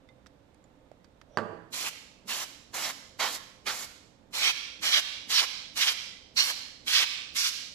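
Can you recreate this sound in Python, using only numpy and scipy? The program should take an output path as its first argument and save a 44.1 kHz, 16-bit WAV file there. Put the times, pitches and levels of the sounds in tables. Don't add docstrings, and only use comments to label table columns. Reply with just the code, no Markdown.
import sys
import numpy as np
from scipy import signal
from scipy.fft import rfft, irfft, next_fast_len
from scipy.io import wavfile
from scipy.ndimage import uniform_filter1d, map_coordinates

SR = 44100
rng = np.random.default_rng(int(sys.argv[2]) if len(sys.argv) > 2 else 0)


def unload_audio(sound):
    columns = np.transpose(np.atleast_2d(sound))
    steps = np.round(np.clip(columns, -1, 1) * 32767)
    wavfile.write(sys.argv[1], SR, steps.astype(np.int16))


N = 341334

# (frequency [Hz], level [dB])
VENT_SPECTRUM = [(12, -21), (20, -3.5), (109, -2.5), (220, -6.5), (282, -2.5), (353, -12), (507, -9),
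                 (886, -17), (1020, -19.5), (2100, -28), (2280, -29.5), (3670, -30), (4220, -34.5),
                 (4850, -37.5), (15600, -53.5)]
# (frequency [Hz], level [dB])
HUM_NOTES = [(64.6, -70), (193.8, -73.5), (279.9, -84), (516.8, -72.5), (888.2, -80.5)]
# (frequency [Hz], fade time [s])
ROOM_FADE = [(100, 0.81), (400, 0.48), (1000, 0.62), (2500, 0.73), (5000, 0.72), (8000, 0.65),
             (14000, 0.34)]
# (frequency [Hz], level [dB])
ECHO_SPECTRUM = [(100, -8.5), (500, -12), (1500, -12), (3500, -10), (7000, -12.5), (11000, -13),
                 (15000, -14.5)]
# (frequency [Hz], likeness [0 to 1])
ROOM_LIKENESS = [(30, 1), (150, 0.62), (300, 0.81), (500, 0.41), (800, 0), (1300, 0.011), (15000, 0.00001)]
# (time [s], scratch level [dB], scratch fade time [s],
# ring pitch [Hz], ring level [dB], ring fade time [s])
TOUCHES = [(.088, -65, 0.033, 2064, -58, 0.12), (0.089, -64, .03, 3620, -60, 0.061),
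           (.261, -52.5, 0.026, 1440, -63, .02), (.267, -53.5, 0.032, 5630, -58, .02),
           (.545, -65.5, 0.024, 9050, -62, .008), (.641, -70, .04, 7100, -62, .03),
           (0.916, -55, 0.016, 594, -37.5, 0.015), (1.044, -59, 0.04, 4670, -65, .04),
           (1.214, -50.5, 0.028, 1620, -57, 0.03)]
# (frequency [Hz], level [dB])
SCRATCH_SPECTRUM = [(150, -13), (600, 5), (1700, 5.5), (3000, 0.5), (5000, 0.5), (7500, -9), (10000, -14),
                    (15000, -21)]
# (frequency [Hz], width [Hz], level [dB])
SLIDE_BANDS = [(594, 180, -54), (3300, 540, -76), (5770, 400, -76)]
# (time [s], level [dB], contact time [s])
KNOCK_HITS = [(1.3729, 9, 0.00012), (1.3792, -8, 0.00079), (1.386, 5.5, 0.00016), (1.3905, 2.5, 0.00031),
              (1.3943, 2.5, 0.00048)]
# (frequency [Hz], level [dB])
KNOCK_SPECTRUM = [(40, -42), (100, -3), (170, -3.5), (450, -3), (800, -4), (1650, -5.5), (2300, -24.5),
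                  (3000, -19.5), (3600, -25.5), (4700, -21), (5400, -29), (8000, -31.5), (15000, -42)]
# (frequency [Hz], level [dB], fade time [s])
BENCH_NOTES = [(108, -52, .35), (139, -53, 0.42), (225.5, -35, 0.32), (441, -36, 0.49), (464, -41, 0.38),
               (592, -51, 0.52), (653, -35.5, 0.22), (820, -32, 0.11), (1163, -31, 0.12),
               (1606, -30, 0.041), (2680, -38, .015), (4510, -27.5, 0.012)]
# (frequency [Hz], gain [dB])
BENCH_TO_ROOM = [(100, 4.5), (600, 7.5), (1600, 1), (2800, 1.5), (4600, -7), (12000, 4)]
# (opens [s], shuts [s], rise time [s], straw hiss [dB], rush on flat metal [dB],
# roar on flat metal [dB], buffeting [dB], head start of the left port [s], room echo [dB])
VALVE_PRESSES = [(1.714, 1.887, 0.027, -42, -40, -49, -54.5, 0.000084, 0),
                 (2.264, 2.438, 0.028, -42, -41.5, -44, -56.5, 0.00006, -0.5),
                 (2.724, 2.907, 0.025, -42, -43, -40.5, -51.5, 0.000019, -1),
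                 (3.183, 3.367, 0.02, -42.5, -45.5, -48, -53, .000006, -3.5),
                 (3.65, 3.847, 0.02, -44, -50.5, -48.5, -57.5, 0.000035, -0.5),
                 (4.318, 4.509, 0.033, -41, -35.5, -42, -71, 0.00012, -1),
                 (4.806, 5, 0.027, -39, -36, -42.5, -75, .00012, -1.5),
                 (5.278, 5.442, 0.031, -38, -31.5, -45, -65, .000085, -2),
                 (5.745, 5.923, 0.031, -38, -33.5, -43, -73, 0.000096, -1.5),
                 (6.353, 6.51, .028, -36, -31.5, -43, -77, .00015, -1),
                 (6.855, 7.036, 0.026, -38.5, -32.5, -46.5, -59, 0.000099, -.5),
                 (7.339, 7.492, 0.026, -37, -34.5, -57.5, -83, 0.0001, 2)]
# (time [s], half-length [s], rush [dB], roar [dB], rush centre [Hz])
JET_CROSSINGS = [(1.87, 0.026, -38.5, -42, 2400), (2.32, 0.023, -38, -48, 3200),
                 (2.852, .018, -35, -50, 4270), (3.232, 0.038, -31, -29.5, 3900),
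                 (3.686, 0.032, -34.5, -34.5, 3700), (4.467, 0.035, -21.5, -36.5, 3370),
                 (4.875, 0.026, -27.5, -40, 3740), (4.944, 0.018, -20.5, -40, 3750),
                 (4.977, 0.018, -19.5, -32.5, 3300), (5.361, 0.029, -23.5, -44, 3970),
                 (5.395, .014, -18, -51, 3740), (5.438, 0.026, -31.5, -32, 3600),
                 (5.829, 0.018, -21.5, -58, 3430), (5.884, 0.015, -24, -37.5, 3880),
                 (6.4, 0.034, -22.5, -44, 4500), (6.511, .016, -41, -37, 3900),
                 (6.97, 0.034, -18, -50, 3750), (7.025, 0.03, -24.5, -35, 2700),
                 (7.403, 0.021, -28, -59, 5300), (7.459, 0.019, -25, -67, 4570)]
# (frequency [Hz], level [dB])
STRAW_SPECTRUM = [(300, -24.5), (1500, -7.5), (3000, -0.5), (6000, 2.5), (7400, 2.5), (8600, -6.5),
                  (9800, -5), (11000, 1), (13000, -8), (15000, -11.5)]
# (frequency [Hz], level [dB])
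RUSH_SPECTRUM = [(500, -34.5), (1100, -1), (1800, 0.5), (2300, 2.5), (3500, 1), (4500, -0.5), (5900, 4),
                 (6700, -5.5), (8000, -10), (10000, -14.5), (11000, -9.5), (15000, -22.5)]
# (frequency [Hz], level [dB])
ROAR_SPECTRUM = [(60, -34), (150, -18.5), (300, -10), (500, -3.5), (1000, 2), (1500, 0), (2200, -2),
                 (4000, -27), (10000, -46)]
# (frequency [Hz], level [dB])
BUFFET_SPECTRUM = [(40, -16), (100, -9), (220, 3), (400, -1), (700, 3.5), (1500, -32), (8000, -63)]
# (frequency [Hz], width [Hz], gain [dB])
CASE_HOLLOWS = [(2300, 240, -3.5), (2940, 143, 1.5), (3550, 160, -37), (4030, 340, -8.5), (4580, 210, -6),
                (5600, 330, -7)]
# (frequency [Hz], likeness [0 to 1])
JET_LIKENESS = [(100, 0.76), (500, 0.52), (1000, 0.72), (3500, 0.77), (5500, 0.12), (7000, 0.082),
                (15000, 0.073)]
# (frequency [Hz], gain [dB])
LEFT_PORT_TONE = [(50, -9), (1500, -4), (2300, -3.5), (2900, -2.5), (3800, -2.5), (5500, -3), (7500, 0.5),
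                  (9400, 4.5), (11000, 4), (13000, 6.5), (15000, 5)]
# (frequency [Hz], gain [dB])
RIGHT_PORT_TONE = [(50, 0), (1500, 5), (2300, 6.5), (2900, 4), (3800, 6), (5500, 7.5), (7500, 9), (9400, 6),
                   (11000, -4.5), (13000, 5), (15000, 4)]


def gain_of(db):
    return 10 ** (np.asarray(db) / 20)


def unit_level(x):
    return x / np.sqrt(np.mean(x ** 2) + 1e-20)


def look_up(table, hz):
    row_hz, value = np.transpose(table)
    return np.interp(np.log(hz + 1), np.log(row_hz + 1), value)


def add(mix, start_s, sound):
    part = mix[..., round(start_s * SR):][..., :sound.shape[-1]]
    part += sound[..., :part.shape[-1]]


def colour(x, spectrum, size=2048):
    log_gain = np.log(gain_of(look_up(spectrum, abs(np.fft.fftfreq(size, 1 / SR)))))
    taps = np.fft.ifft(np.exp(np.conj(signal.hilbert(log_gain)))).real
    return signal.oaconvolve(np.atleast_2d(x), taps[None], axes=1)[:, :x.shape[-1]]


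def resonate(x, hz, width_hz):
    turn = np.exp(2j * np.pi * np.cumsum(hz * np.ones(x.shape[-1])) / SR)
    decay = np.exp(-np.pi * width_hz / SR)
    return 2 * (turn * signal.lfilter([1 - decay], [1, -decay], x / turn)).real


def steep_band(x, hz, width_hz):
    return resonate(resonate(x, hz, width_hz), hz, width_hz)


def noise_pair(count, likeness, lead_s=0):
    size = next_fast_len(count)
    left, other = rfft(rng.standard_normal((2, size)))
    hz = np.fft.rfftfreq(size, 1 / SR)
    same = np.clip(look_up(likeness, hz), -1, 1)
    right = (same * left + np.sqrt(1 - same ** 2) * other) * np.exp(-2j * np.pi * hz * lead_s)
    return irfft(np.array([left, right]), size)[:, :count]


def flutter(count, depth_db, size):
    smooth_noise = uniform_filter1d(uniform_filter1d(rng.standard_normal(count), size), size)
    return gain_of(depth_db * unit_level(smooth_noise))


def ventilation(air_db=-60):
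    t = np.arange(N) / SR
    air = unit_level(colour(noise_pair(N, ROOM_LIKENESS), VENT_SPECTRUM, size=8192))
    hum = sum(gain_of(db) * np.sin(2 * np.pi * hz * t) * flutter(N, depth_db=3.5, size=4000)
              for hz, db in HUM_NOTES)
    return gain_of(air_db) * air + hum


def room_echo(x, build_s=0.072):
    hz, t, noise = signal.stft(noise_pair(SR, ROOM_LIKENESS), SR, nperseg=256)
    shape = gain_of(-60 * t / look_up(ROOM_FADE, hz)[:, None]) * (1 - np.exp(-t / build_s))
    band_energy = SR * np.mean(shape ** 2, axis=1, keepdims=True)
    shape *= gain_of(look_up(ECHO_SPECTRUM, hz))[:, None] / np.sqrt(band_energy)
    tail = signal.istft(noise * shape, SR, nperseg=256)[1]
    return signal.fftconvolve(x[:1], tail, axes=1)


def ring(t, hz, db, t60):
    return gain_of(db - 60 * t / t60) * np.sin(2 * np.pi * hz * t)


def handling_ticks(body_db=10):
    t, out = np.arange(SR // 4) / SR, np.zeros((1, N))
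    for start_s, db, t60, hz, ring_db, ring_t60 in TOUCHES:
        scratch = colour(rng.standard_normal(len(t)), SCRATCH_SPECTRUM)
        scratch = unit_level(scratch + gain_of(body_db) * resonate(scratch, hz, width_hz=hz))
        add(out, start_s, scratch * gain_of(db - 60 * t / t60) + ring(t, hz, ring_db, ring_t60))
    return out


def slide(length_s):
    swell = np.linspace(0, 1, round(length_s * SR))
    return swell * sum(gain_of(db) * unit_level(steep_band(rng.standard_normal(len(swell)), hz, width))
                       for hz, width, db in SLIDE_BANDS)


def knock(boost_db=6, clatter_db=-29, clatter_t60=0.16, ring_rise_s=0.00077, slide_s=0.1):
    t, out = np.arange(SR // 2) / SR, np.zeros((1, N))
    for start_s, db, contact_s in KNOCK_HITS:
        push = t * np.exp(-4 * t / contact_s)
        clatter = gain_of(clatter_db - 60 * t / clatter_t60) * rng.standard_normal(len(t))
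        hit = signal.fftconvolve(signal.unit_impulse(len(t)) + clatter, push / push.sum())
        add(out, start_s, gain_of(boost_db + db) * colour(hit, KNOCK_SPECTRUM))
    lands_s = KNOCK_HITS[0][0]
    add(out, lands_s, (1 - np.exp(-t / ring_rise_s)) * sum(ring(t, *note) for note in BENCH_NOTES))
    add(out, lands_s - slide_s, slide(slide_s))
    return out


def finger_bump(level_db=-58, peak_s=0.028):
    t = np.arange(round(5 * peak_s * SR)) / SR
    swell = t / peak_s * np.exp(1 - t / peak_s)
    thump = unit_level(steep_band(rng.standard_normal(len(t)), hz=230, width_hz=160))
    return gain_of(level_db) * swell * thump


def metal_echoes(x, echo_db=-17, farthest_s=0.0033, drift=0.001, port_gap_s=0.00007, lowest_hz=1800):
    samples, out = np.arange(x.shape[1]), x.copy()
    treble = signal.sosfilt(signal.butter(1, lowest_hz, "high", fs=SR, output="sos"), x)
    for place, speed, side in rng.uniform(-1, 1, (6, 3)):
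        delay = SR * farthest_s * (1 + place) / 2 + drift * speed * samples
        for port, offset in enumerate([0, side * port_gap_s * SR]):
            echo = map_coordinates(treble[port], [samples - delay - offset], order=3)
            out[port] += gain_of(echo_db) * echo
    return out


def jet_landing(t, flat_rush_db, flat_roar_db, flat_hz=3700):
    time_s, half_s, rush_db, roar_db, hz = np.transpose(JET_CROSSINGS)[:, :, None]
    bell = np.exp(-((t - time_s) / half_s) ** 2)
    flat, flares = gain_of(flat_rush_db) ** 2, bell * gain_of(rush_db) ** 2
    rush_power = flat + flares.sum(0)
    roar_power = gain_of(flat_roar_db) ** 2 + (bell * gain_of(roar_db) ** 2).sum(0)
    centre_hz = (flat * flat_hz + (flares * hz).sum(0)) / rush_power
    return 10 * np.log10(rush_power), 10 * np.log10(roar_power), centre_hz


def edge_rush(centre_hz, lead_s, focus_db=5):
    count = len(centre_hz)
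    swirls = colour(noise_pair(count, JET_LIKENESS, lead_s), RUSH_SPECTRUM)
    swirls += gain_of(focus_db) * steep_band(swirls, centre_hz, width_hz=3000)
    for hz, width, db in CASE_HOLLOWS:
        bend = flutter(count, depth_db=0.48, size=2500)
        swirls += gain_of(db) * flutter(count, depth_db=5, size=1500) * resonate(swirls, hz * bend, width)
    return unit_level(swirls)


def air_burst(press, shut_t60=0.07, leak_db=-27, leak_s=0.014, swell_share=0.16, roar_trim_db=-1):
    opens, shuts, rise_s, straw_db, flat_rush_db, flat_roar_db, buffet_db, lead_s = press
    t = np.arange(opens - leak_s, shuts + 0.06, 1 / SR)
    count = len(t)
    rush_db, roar_db, centre_hz = jet_landing(t, flat_rush_db, flat_roar_db)
    closing = gain_of(-60 * np.maximum(t - shuts, 0) / shut_t60)
    valve = np.clip((t - opens) / rise_s, 0, 1) ** 2 * closing
    leak = gain_of(leak_db) * np.minimum((t - t[0]) / leak_s, 1) * closing
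    swell_db = swell_share * (rush_db - rush_db.mean())
    hiss_gain = gain_of(straw_db + swell_db) * flutter(count, depth_db=1, size=200)
    hiss = hiss_gain * unit_level(colour(noise_pair(count, JET_LIKENESS, lead_s), STRAW_SPECTRUM))
    rush = edge_rush(centre_hz, lead_s)
    roar = unit_level(colour(noise_pair(count, JET_LIKENESS, lead_s), ROAR_SPECTRUM))
    buffet = unit_level(colour(noise_pair(count, ROOM_LIKENESS), BUFFET_SPECTRUM))
    churn = gain_of(rush_db) * rush + gain_of(roar_db + roar_trim_db) * roar + gain_of(buffet_db) * buffet
    return t[0], (valve + leak) * hiss + valve * churn * flutter(count, depth_db=-0.32, size=120)


def scene(tick_echo_db=-4, finger_lead_s=0.025, jet_side_db=1.25):
    thud, ticks = knock(), handling_ticks()
    mix = thud * gain_of([[-2], [0.5]]) + ticks * gain_of([[-7], [1]])
    mix += ventilation() * gain_of([[1], [0]])
    into_room = colour(thud, BENCH_TO_ROOM) + gain_of(tick_echo_db) * ticks
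    add(mix, 0, room_echo(into_room) * gain_of([[-1.5], [0]]))
    for *press, echo_db in VALVE_PRESSES:
        add(mix, press[0] - finger_lead_s, finger_bump())
        start_s, burst = air_burst(press)
        add(mix, start_s, metal_echoes(burst) * gain_of([[jet_side_db], [-jet_side_db]]))
        add(mix, start_s, gain_of(echo_db) * room_echo(burst))
    return mix


def record(dry, threshold_db=-32, squeeze=0.27, recovery_db_per_s=22, top_hz=15300):
    ports = np.vstack([colour(dry[0], LEFT_PORT_TONE), colour(dry[1], RIGHT_PORT_TONE)])
    smoothing = 1 / 900
    power = signal.lfilter([smoothing], [1, smoothing - 1], (ports ** 2).mean(0))
    dip_db = squeeze * np.maximum(10 * np.log10(power + 1e-12) - threshold_db, 0)
    recovery_db = np.arange(N) * recovery_db_per_s / SR
    held_db = np.maximum.accumulate(dip_db + recovery_db) - recovery_db
    low_pass = signal.firwin(301, top_hz, window=("kaiser", 9), fs=SR)
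    return signal.oaconvolve(ports / gain_of(held_db), low_pass[None], "same")


dry = scene()
out = record(dry)
unload_audio(out)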